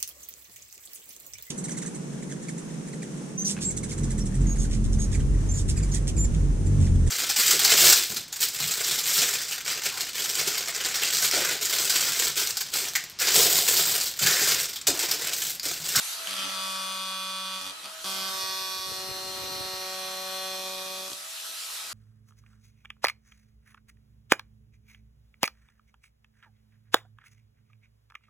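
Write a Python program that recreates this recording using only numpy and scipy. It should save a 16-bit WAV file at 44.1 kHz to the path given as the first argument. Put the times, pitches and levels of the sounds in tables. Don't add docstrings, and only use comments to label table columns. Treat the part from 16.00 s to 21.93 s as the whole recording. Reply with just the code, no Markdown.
import sys
import numpy as np
from scipy import signal
from scipy.fft import rfft, irfft
from scipy.io import wavfile
from scipy.ndimage import uniform_filter1d

SR = 44100
rng = np.random.default_rng(int(sys.argv[2]) if len(sys.argv) > 2 else 0)


def int16_out(signal):
    q = np.round(np.clip(np.atleast_2d(signal).T, -1, 1) * 32767)
    wavfile.write(sys.argv[1], SR, q.astype(np.int16))


N = 261513

# (time [s], rate [strokes/s])
SHAFT_SPEED = [(0, 198), (.5, 190.6), (.85, 189.8), (1.1, 189.5), (1.6, 189.5), (2.05, 191.4), (2.25, 191),
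               (2.5, 189.8), (2.8, 189.1), (3.6, 187.9), (3.9, 187.5), (4.45, 188.8), (4.75, 188.2),
               (5.05, 188.9), (5.3, 194), (5.93, 192)]
# (time [s], level [dB])
CUT_LEVELS = [
    [(.27, -43.5), (.386, -38), (.494, -37.5), (.642, -35), (.95, -36), (1.524, -36.5), (1.7, -40)],
    [(2.04, -36), (2.09, -34), (2.2, -34.5), (2.38, -33), (2.55, -34), (2.75, -35.5), (3.18, -39),
     (3.65, -37), (4.11, -38.5), (4.45, -36.5), (4.7, -38), (5.07, -41), (5.1, -47), (5.14, -51),
     (5.26, -59)],
    [(1.83, -46), (1.86, -43), (1.89, -50)],
]
CUT_GRIPS = [0, 1, 0]
# (time [s], depth [0-5])
BLADE_DEPTH = [(1.95, 0), (2, 1), (2.25, 1), (2.42, 2), (2.8, 2), (3.05, 3), (3.75, 3), (3.95, 4),
               (4.45, 4), (4.7, 5)]
# (start [s], end [s], added unevenness [dB], weakening of every second blow [0-1], timing scatter [s])
LOOSE_STRETCHES = [(.2, .54, 1.8, .25, .00002), (1.42, 1.6, .4, .04, .00004), (1.6, 1.76, 1.5, .85, .00003),
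                   (1.8, 1.95, 2.5, 0, .00005), (2, 2.22, .8, 0, .000015), (4.5, 5.03, .7, .04, .00003),
                   (5.03, 5.12, 1.2, .25, .00004)]
UNEVEN_DB, EASE_S = .6, .06
# (frequency [Hz], width [Hz], gain at depth 0, 1, 2, 3, 4, 5 [dB])
BODY_MODES = [(95, 43, -21, -30, -35, -35, -41, -30), (205, 170, -18.5, 1.5, -31, -23, -20, -25),
              (277, 50, -9.5, -15, -25, -12, -11, -3), (373, 173, -25.5, -28, -5.5, 3.5, -0.5, 3),
              (485, 39, -5, -25, -25, -22, -20, -15), (566.3, 51, -3, -11, -6.5, 3, 8, 11),
              (737, 256, -41, -19, -13.5, 1.5, 4.5, 2), (914, 54, -11, -20, -20, -11, -20, -20),
              (892, 156, -5, 1, -3.5, -1.5, -19, -3), (1149, 114, 2.5, 9, 0.5, 4.5, 7, 5),
              (1299, 127, -5.5, 0, -31, -3, -6, -30), (1504, 114, -10, 1.5, -7, -7.5, -1, -9),
              (1690, 110, -16, -28, -18, -17, -14, -18), (1860, 210, -21, -33, -7, -4.5, -6, -13),
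              (2072, 110, -7, -8, -10.5, -5.5, -10, -26), (2480, 200, 0, -4, -1, -3.5, -2, -2),
              (2833, 79, -4.5, -6, -8, -1, -6.5, -19), (3080, 210, -1.5, -9, -26, -23, -11, -17),
              (3214, 280, -5.5, 2, -27, -14, -4.5, -7), (3396, 130, 5.5, 3.5, 3.5, -11, 0, -0.5),
              (3603, 130, -1, -2, -0.5, 0, -1, -2), (3760, 69, 1.5, 5, 5, -1.5, -14, -2),
              (3953, 110, -14, 3, -9, -3, -4, -4.5), (4154, 130, 0.5, -19, 1.5, 8.5, 4.5, -1),
              (4353, 230, -19, 2, 4.5, 6, 1, -11), (4604, 255, -0.5, 1.5, 2.5, -19, -6.5, -3.5),
              (4737, 180, 0.5, -2, 2, 1, -30, -8), (4880, 100, -9, -14, -14, -7, -20, -18),
              (5130, 280, -9, -3, -1.5, -17, -18, -14), (5480, 410, -18, -2.5, 0.5, 1.5, -3, -5),
              (5960, 620, -7, -9, -1, -3, -5.5, -7.5)]
# (bench shake [dB], board boom [dB], blade ring [dB])
PART_LEVELS = [(-17.5, -13.5, -2.5), (-17.5, -9, -5), (-26.5, -14.5, -5), (-24, -6, -6.5), (-17, -4, -4),
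               (-14.5, -3.5, -3.5)]
LOOSE_BENCH_DB, LOOSE_RING_DB = 0.5, -2.5
DISPERSION_S = [.0022, .005]
BLOW_LAG_S, STEEL_LAG_S = .0018, .0011
BURIED_S, BURIED_HZ = .001, 300
# (frequency [Hz], nominal width [Hz], level re blow [dB], signed share of the drift)
STEEL_RINGS = [
    [(8900, 600, -14, 0), (11500, 1500, -20, 0), (14900, 350, -27, 0)],
    [(8500, 350, -18, -1.5), (12600, 850, -13.5, 1), (14900, 300, -24, 0)],
]
# (time [s], relative change)
RING_DRIFT = [(2.05, -.015), (2.5, 0), (3.2, .03), (3.8, .01), (4.6, -.015), (5.1, -.03)]
# (start [s], end [s], frequency [Hz], nominal width [Hz], level re blow [dB])
BITE_RASPS = [(.3, .49, 3150, 600, -4), (.35, .55, 1300, 130, -8), (.27, 0.52, 280, 69, -19)]
# (frequency [Hz], relative density [dB per Hz])
TEAR_SPECTRUM = [(150, -22), (300, -11), (1200, -34), (2000, -27), (3300, -5), (4600, 16), (6500, 8),
                 (7500, -27), (9000, 18), (12500, -23), (15500, -25)]
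TEAR_DB, TEAR_LOOSE_DB = -5, 1
TEAR_PATCHY_DB = 2
# (time [s], level [dB])
LONE_BLOWS = [(0.272, -18), (0.293, -21), (0.309, -18), (0.3308, -21), (0.3395, -20), (0.3548, -21),
              (0.3663, -20), (0.382, -23), (0.393, -24), (0.4053, -25), (0.4194, -24), (0.4357, -25),
              (1.843, -30), (1.857, -27), (2.0432, -24), (5.0794, -27), (5.1005, -25), (5.1166, -24),
              (5.1317, -24), (5.179, -31)]
# (frequency [Hz], width [Hz], gain [dB])
LONE_MODES = [
    [(1320, 300, -1), (3080, 420, 3.5), (4660, 500, -2), (2500, 300, 2), (8700, 1700, -6.5)],
    [(340, 180, 2), (1150, 280, 2), (3600, 500, 0), (4380, 900, 1), (5430, 410, -10)],
]
# (time [s], spread [s], level [dB], frequency [Hz], width [Hz])
NOISE_BURST = (1.865, .016, -47, 1200, 1200)
# (time [s], left minus right level [dB])
TOOL_LEAN = [(1.9, 0), (2.5, -2.5), (3.2, -1.5), (3.7, -.3)]
# (time [s], level [dB], treble tilt [dB per octave])
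MOTOR_LEVELS = [(0, -34.5, 2.5), (.14, -34, 2), (.17, -36, 1), (.5, -35, 0), (.65, -36.5, 1), (1.1, -40, 1),
                (1.5, -41.5, 0.5), (1.68, -39.5, 0.7), (1.73, -42.5, -1), (2.03, -40.5, 1),
                (2.06, -34.5, 1), (2.7, -40, 2), (3.5, -39.5, 0.5), (5.1, -40, 2.5), (5.22, -40.5, 2),
                (5.4, -37.5, 1.85), (5.77, -36.5, 2), (5.93, -38, 0.5)]
# (frequency [Hz], relative density [dB per Hz])
HISS_SPECTRUM = [(24, -81), (40, -57), (214, -18), (303, -16.5), (582, -9.5), (627, -9.5), (766, -6.5),
                 (1010, -5), (1260, -1.5), (2190, -4.5), (4200, -1), (4640, -3.5), (11400, -8.5),
                 (15800, -20)]
# (frequency [Hz], correlation [0-1])
NOISE_LIKENESS = [(60, 0.4), (180, 0.39), (550, 0.6), (1220, 0.46), (2000, 0.053), (3400, 0.46),
                  (5500, 0.69), (9000, 0.21), (15000, 0.16)]
GEAR = 3.365
# (multiple of armature rate, level [dB])
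WHINE_ORDERS = [(1, -65), (2, -60), (3, -66.5), (4, -65.5), (5, -65), (6, -80)]
# (time [s], lift of first order [dB], lift of higher orders [dB])
WHINE_LIFTS = [(0, 3, 4), (.14, 3, 3), (.2, 13.5, 7.5), (.5, 10, 8.5), (.62, 9, 2.5), (1.1, -5, 4),
               (1.65, -7, 5), (1.82, 2, 3), (1.86, 11.5, 6), (1.91, 7, 3), (1.95, 11, -1), (2.1, 14.5, 3),
               (2.4, 7, -12), (3, 0, -38), (5.1, -1, 2), (5.3, 4.5, -1), (5.93, -3, 5.5)]
# (time [s], level [dB])
THUD_LEVELS = [(2.04, -63), (2.349, -59), (2.438, -47), (2.499, -54), (2.531, -57), (2.616, -51),
               (2.769, -53), (2.794, -48), (2.869, -47), (2.89, -44), (2.92, -42.5), (2.956, -47),
               (2.989, -48), (3.038, -51), (3.092, -41), (3.113, -41), (3.178, -51), (3.23, -50),
               (3.263, -46), (3.34, -51), (3.388, -47), (3.417, -49), (3.44, -38.5), (3.477, -47),
               (3.52, -50), (3.562, -44), (3.607, -38.5), (3.653, -43), (3.739, -47), (3.771, -53),
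               (4.513, -57), (5.083, -66), (5.118, -54), (5.137, -56)]
THUD_RISE_S, THUD_LEAD_S = .003, .005
THUD_LAG_S = .002
CRUNCH = .8
# (time [s], level [dB])
RUMBLE_LEVELS = [(.27, -88), (.42, -68), (.7, -80), (1.65, -82), (2.3, -63), (2.72, -67), (2.9, -58),
                 (3.55, -50), (3.85, -63), (5.1, -67.5), (5.45, -100), (5.93, -65)]
EDGE_HZ = 15780


def chisel_cut(rows, steel, spread_s, turns, tear):
    t = np.arange(N) / SR
    (blow_db,), (depth,) = curve(rows, t), curve(BLADE_DEPTH, t)
    first, last = rows[0][0], rows[-1][0]
    loose = np.array([stretch(t, start, end) for start, end, *_ in LOOSE_STRETCHES])
    extra_db, weak, scatter_s = np.transpose(LOOSE_STRETCHES)[2:] @ loose
    stroke = turns.astype(int)
    luck = np.clip(rng.standard_normal(stroke[-1] + 1), -1.5, 1.5)[stroke]
    size = amp((UNEVEN_DB + extra_db) * luck) * (1 - np.clip(weak, 0, 1) * (stroke % 2))
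    touching = np.interp(t, [first - .003, first, last, last + 0.044], [0, 1, 1, 0])
    on = touching > .5

    blows = blow_pulses(turns, size * touching, scatter_s)
    body = drifting(body_modes(blows, depth), .6)
    crack = buried(dispersed(body, spread_s), depth)
    bench_db, board_db, ring_db = (
        blow_db + np.interp(depth, range(len(PART_LEVELS)), db) for db in np.transpose(PART_LEVELS))
    bench_db = bench_db + LOOSE_BENCH_DB * loose.sum(0)
    ring_db = ring_db + LOOSE_RING_DB * extra_db
    parts = [(body, bench_db, 85, 280), (body, board_db, 280, 850),
             (body, ring_db, 850, 1600), (crack, blow_db - 1.5, 1600, 8000)]
    out = 0
    for source, db, lo_hz, hi_hz in parts:
        part = band(source, lo_hz, hi_hz)
        contact = uniform_filter1d(on * 1., size=6000) + 0.0013
        power = uniform_filter1d(part ** 2 * on, size=6000) / contact
        out = out + amp(db) * part / np.sqrt(abs(power) + 1e-9)
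    ring_out = np.exp(-np.maximum(t - last, 0) / 0.049) * (t > first)
    out *= np.maximum(touching, ring_out)

    dying = np.exp(-((turns - .15) % 1) / 0.1)
    burst = size * touching * (.15 + dying)
    rattle = size * touching * (.1 + dying) * rng.standard_normal(N) + 11 * blows
    out += steel_ring(rattle, steel, blow_db, on) + bite_rasp(rattle, blow_db, on)
    return out, amp(blow_db + TEAR_DB + TEAR_LOOSE_DB * extra_db) * burst * tear


def blow_pulses(turns, strength, scatter_s):
    stroke = turns.astype(int)
    at = np.flatnonzero(np.diff(stroke))[1:-1] + 1
    crossing = at - (turns[at] % 1) / (turns[at] - turns[at - 1])
    place = crossing + scatter_s[at] * SR * rng.standard_normal(len(at))
    before, late = place.astype(int), place % 1
    blows = np.zeros(N)
    blows[before] = strength[at] * (1 - late)
    blows[before + 1] = strength[at] * late
    return blows


def body_modes(blows, depth):
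    hz, body = np.fft.rfftfreq(4096, 1 / SR), np.zeros(N)
    mode_hz, widths, *answers = np.transpose(BODY_MODES)
    peaks = 1 / (1 + (2 * (hz[:, None] - mode_hz) / widths) ** 2)
    for k, answer_db in enumerate(answers):
        colour_db = 10 * np.log10(peaks ** 2 @ amp(2 * answer_db))
        share = np.clip(1 - abs(depth - k), 0, 1)
        body += share * signal.oaconvolve(blows, minimum_phase(colour_db))[:N]
    return body


def dispersed(x, spread_s):
    hz = np.fft.rfftfreq(4096, 1 / SR)
    bending = -4j * np.pi * spread_s * np.sqrt(1000 * (hz + 300))
    delay = -2j * np.pi * hz * (BLOW_LAG_S - spread_s / 2)
    return signal.oaconvolve(x, irfft(np.exp(bending + delay))[:1024])[:N]


def buried(crack, depth):
    hz = np.fft.rfftfreq(4096, 1 / SR)
    wander = uniform_filter1d(rng.standard_normal(len(hz)), size=round(BURIED_HZ / hz[1]))
    lag_s = BURIED_S * np.clip(evened(wander), -2, 2)
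    scatter = np.roll(irfft(np.exp(-2j * np.pi * hz[1] * np.cumsum(lag_s))), 512)[:1024]
    deep = np.clip(depth - 1, 0, 1)
    return (1 - deep) * crack + deep * signal.oaconvolve(crack, scatter)[512:][:N]


def steel_ring(rattle, steel, blow_db, on):
    drift = curve(RING_DRIFT, np.arange(N) / SR)[0]
    late, out = np.roll(rattle, round(STEEL_LAG_S * SR)), 0
    for hz, width, db, share in steel:
        ring = glide(late, hz * (1 + share * drift), width)
        out = out + amp(blow_db + db) * ring / ring[on].std()
    return out


def bite_rasp(rattle, blow_db, on):
    t, late, out = np.arange(N) / SR, np.roll(rattle, round(BLOW_LAG_S * SR)), 0
    for start, end, hz, width, db in BITE_RASPS:
        rasp = resonate(resonate(late, hz, width), hz, 2 * width)
        out = out + amp(blow_db + db) * stretch(t, start, end) * rasp / rasp[on].std()
    return out


def lone_blows():
    out, t = 0, np.arange(200) / SR
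    s, db = np.transpose(LONE_BLOWS)
    second = s > CUT_LEVELS[1][0][0]
    pulse = (t / 0.0004) * np.exp(1 - t / 0.0005)
    for modes, mine in zip(LONE_MODES, (~second, second)):
        clicks = np.zeros(N)
        clicks[np.round(s[mine] * SR).astype(int) + 12] = amp(db[mine])
        scrape = signal.oaconvolve(clicks, pulse)[:N] * rng.choice([-1., 1.], N)
        out = out + sum(amp(gain_db) * resonate(scrape, hz, width) for hz, width, gain_db in modes)
    return out


def noise_burst():
    s, spread_s, db, hz, width = NOISE_BURST
    rough = rng.standard_normal(N) * amp(3 * uniform_filter1d(rng.exponential(1, N), size=20))
    swell = np.exp(-.5 * ((np.arange(N) / SR - s) / spread_s) ** 2)
    return amp(db) * swell * evened(resonate(rough, hz, width))


def motor(turns):
    t = np.arange(N) / SR
    level_db, tilt = curve(MOTOR_LEVELS, t)
    throb = 1 + 0.062 * np.cos(2 * np.pi * turns)
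    hiss = amp(level_db) * throb * band(noise(HISS_SPECTRUM, 1.74, tilt), 57, 22000)
    wavers = uniform_filter1d(rng.standard_normal((N, len(WHINE_ORDERS))), size=3000, axis=0)
    first_db, higher_db = curve(WHINE_LIFTS, t)
    whine = 0
    for (k, db), waver in zip(WHINE_ORDERS, evened(wavers).T):
        lift_db = first_db if k == 1 else higher_db
        tone = np.sqrt(2) * np.cos(2 * np.pi * k * GEAR * turns + 0.5 * waver)
        whine = whine + amp(db + 2.0 * waver + lift_db) * tone
    return hiss + whine


def thuds():
    out, t = np.zeros(N + SR), np.arange(3000) / SR
    swell = (t / THUD_RISE_S) * np.exp(1 - t / THUD_RISE_S)
    for s, db in THUD_LEVELS:
        hz, grit = rng.uniform(100, 150), rng.standard_normal(3000)
        bump = np.cos(2 * np.pi * hz * (t - THUD_RISE_S)) + CRUNCH * evened(band(grit, 150, 600))
        out[round((s - THUD_LEAD_S) * SR):][:3000] += amp(db) * swell * bump
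    pair = np.array([out[:N], np.roll(out, round(THUD_LAG_S * SR))[:N]])
    low = band(rng.standard_normal((N, 2)).T, 75, 380)
    rumble = amp(curve(RUMBLE_LEVELS, np.arange(N) / SR)[0]) * evened(low + 0.1 * low[::-1])
    return (band(pair, 43, 860) + rumble) * amp([[3], [-5]])


def shop(x):
    t = np.arange(9000) / SR
    sparse = rng.random((9000, 2)).T < .05
    decay = amp(-60 * t / 1.03) * (t > .001)
    taps = rng.standard_normal((9000, 2)).T * sparse * decay
    taps /= np.linalg.norm(taps, axis=1)[:, None]
    sides, tail = signal.oaconvolve(x[None], taps, axes=1)[:, :N]
    near = x + amp(-16) * band(tail, 1500, 15000)
    return near + amp(-6.5) * band(sides, 600, 18000) * np.array([[1], [-1]])


def noise(points, patchy_db, tilt=0):
    frames, hz = N // 128 + 5, np.fft.rfftfreq(512, 1 / SR)
    a, b, c, d, patches = rng.standard_normal((frames, 257, 5)).T
    patches = evened(uniform_filter1d(uniform_filter1d(patches, size=6, axis=0), size=24, axis=1))
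    same = read(NOISE_LIKENESS, hz)[:, None]
    left, other = a + 1j * b, c + 1j * d
    z = np.array([left, same * left + np.sqrt(1 - same ** 2) * other])
    octaves = np.log2((hz[:, None] + 100) / 4000)
    slope_db = octaves * np.resize((tilt + np.zeros(N))[::128], frames)
    z *= amp(read(points, hz)[:, None] + patchy_db * patches + slope_db)
    return evened(signal.istft(z, nperseg=512, noverlap=384)[1][:, :N])


def drifting(x, patchy_db):
    z = signal.stft(x, nperseg=1024, noverlap=768)[2]
    patches = rng.standard_normal(z.T.shape)
    patches = uniform_filter1d(uniform_filter1d(patches, size=40, axis=0), size=6, axis=1)
    return signal.istft(z * amp(patchy_db * evened(patches).T), nperseg=1024, noverlap=768)[1][:N]


def glide(x, hz, width):
    turn, r = np.exp(2j * np.pi * np.cumsum(hz) / SR), np.exp(-np.pi * width / SR)
    return (turn * signal.lfilter([1], np.convolve([1, -r], [1, -r]), x / turn)).real


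def resonate(x, hz, width):
    return signal.lfilter(*signal.iirpeak(hz, hz / width, SR), x)


def minimum_phase(db):
    cepstrum = irfft(np.log(amp(np.maximum(db, -100))))
    cepstrum[1:2048] *= 2
    cepstrum[2049:] = 0
    return irfft(np.exp(rfft(cepstrum)))[:2048]


def band(x, lo_hz, hi_hz):
    return signal.sosfilt(signal.butter(3, [lo_hz, hi_hz], "band", fs=SR, output="sos"), x)


def stretch(t, start, end):
    return np.clip(np.minimum(t - start, end - t) / EASE_S + .5, 0, 1)


def curve(rows, t):
    s, *columns = np.transpose(rows)
    return [np.interp(t, s, c) for c in columns]


def read(points, hz):
    f, value = np.transpose(points)
    return np.interp(np.log(hz + 1), np.log(f + 1), value)


def evened(x):
    return x / np.sqrt(np.mean(x ** 2) + 1e-20)


def amp(db):
    return 10 ** (np.asarray(db) / 20)


def scene():
    t = np.arange(N) / SR
    turns = np.cumsum(curve(SHAFT_SPEED, t)[0]) / SR
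    tear = band(noise(TEAR_SPECTRUM, TEAR_PATCHY_DB), 150, 22000)
    cuts = [chisel_cut(rows, STEEL_RINGS[grip], DISPERSION_S[grip], turns, tear)
            for rows, grip in zip(CUT_LEVELS, CUT_GRIPS)]
    blows, fibres = zip(*cuts)
    lean = amp(np.array([[.5], [-.5]]) * curve(TOOL_LEAN, t)[0])
    tool = lean * shop(sum(blows) + lone_blows() + noise_burst())
    return tool + sum(fibres) + motor(turns) + thuds()


def record(dry):
    dull = signal.oaconvolve(dry, signal.firwin(201, 15150, fs=SR)[None], "same")
    soft = dull + amp(-25) * (dry - dull)
    edge = signal.firwin(511, EDGE_HZ, window=("kaiser", 9), fs=SR)
    return signal.oaconvolve(soft, edge[None], "same")


dry = scene()
out = record(dry)
int16_out(out)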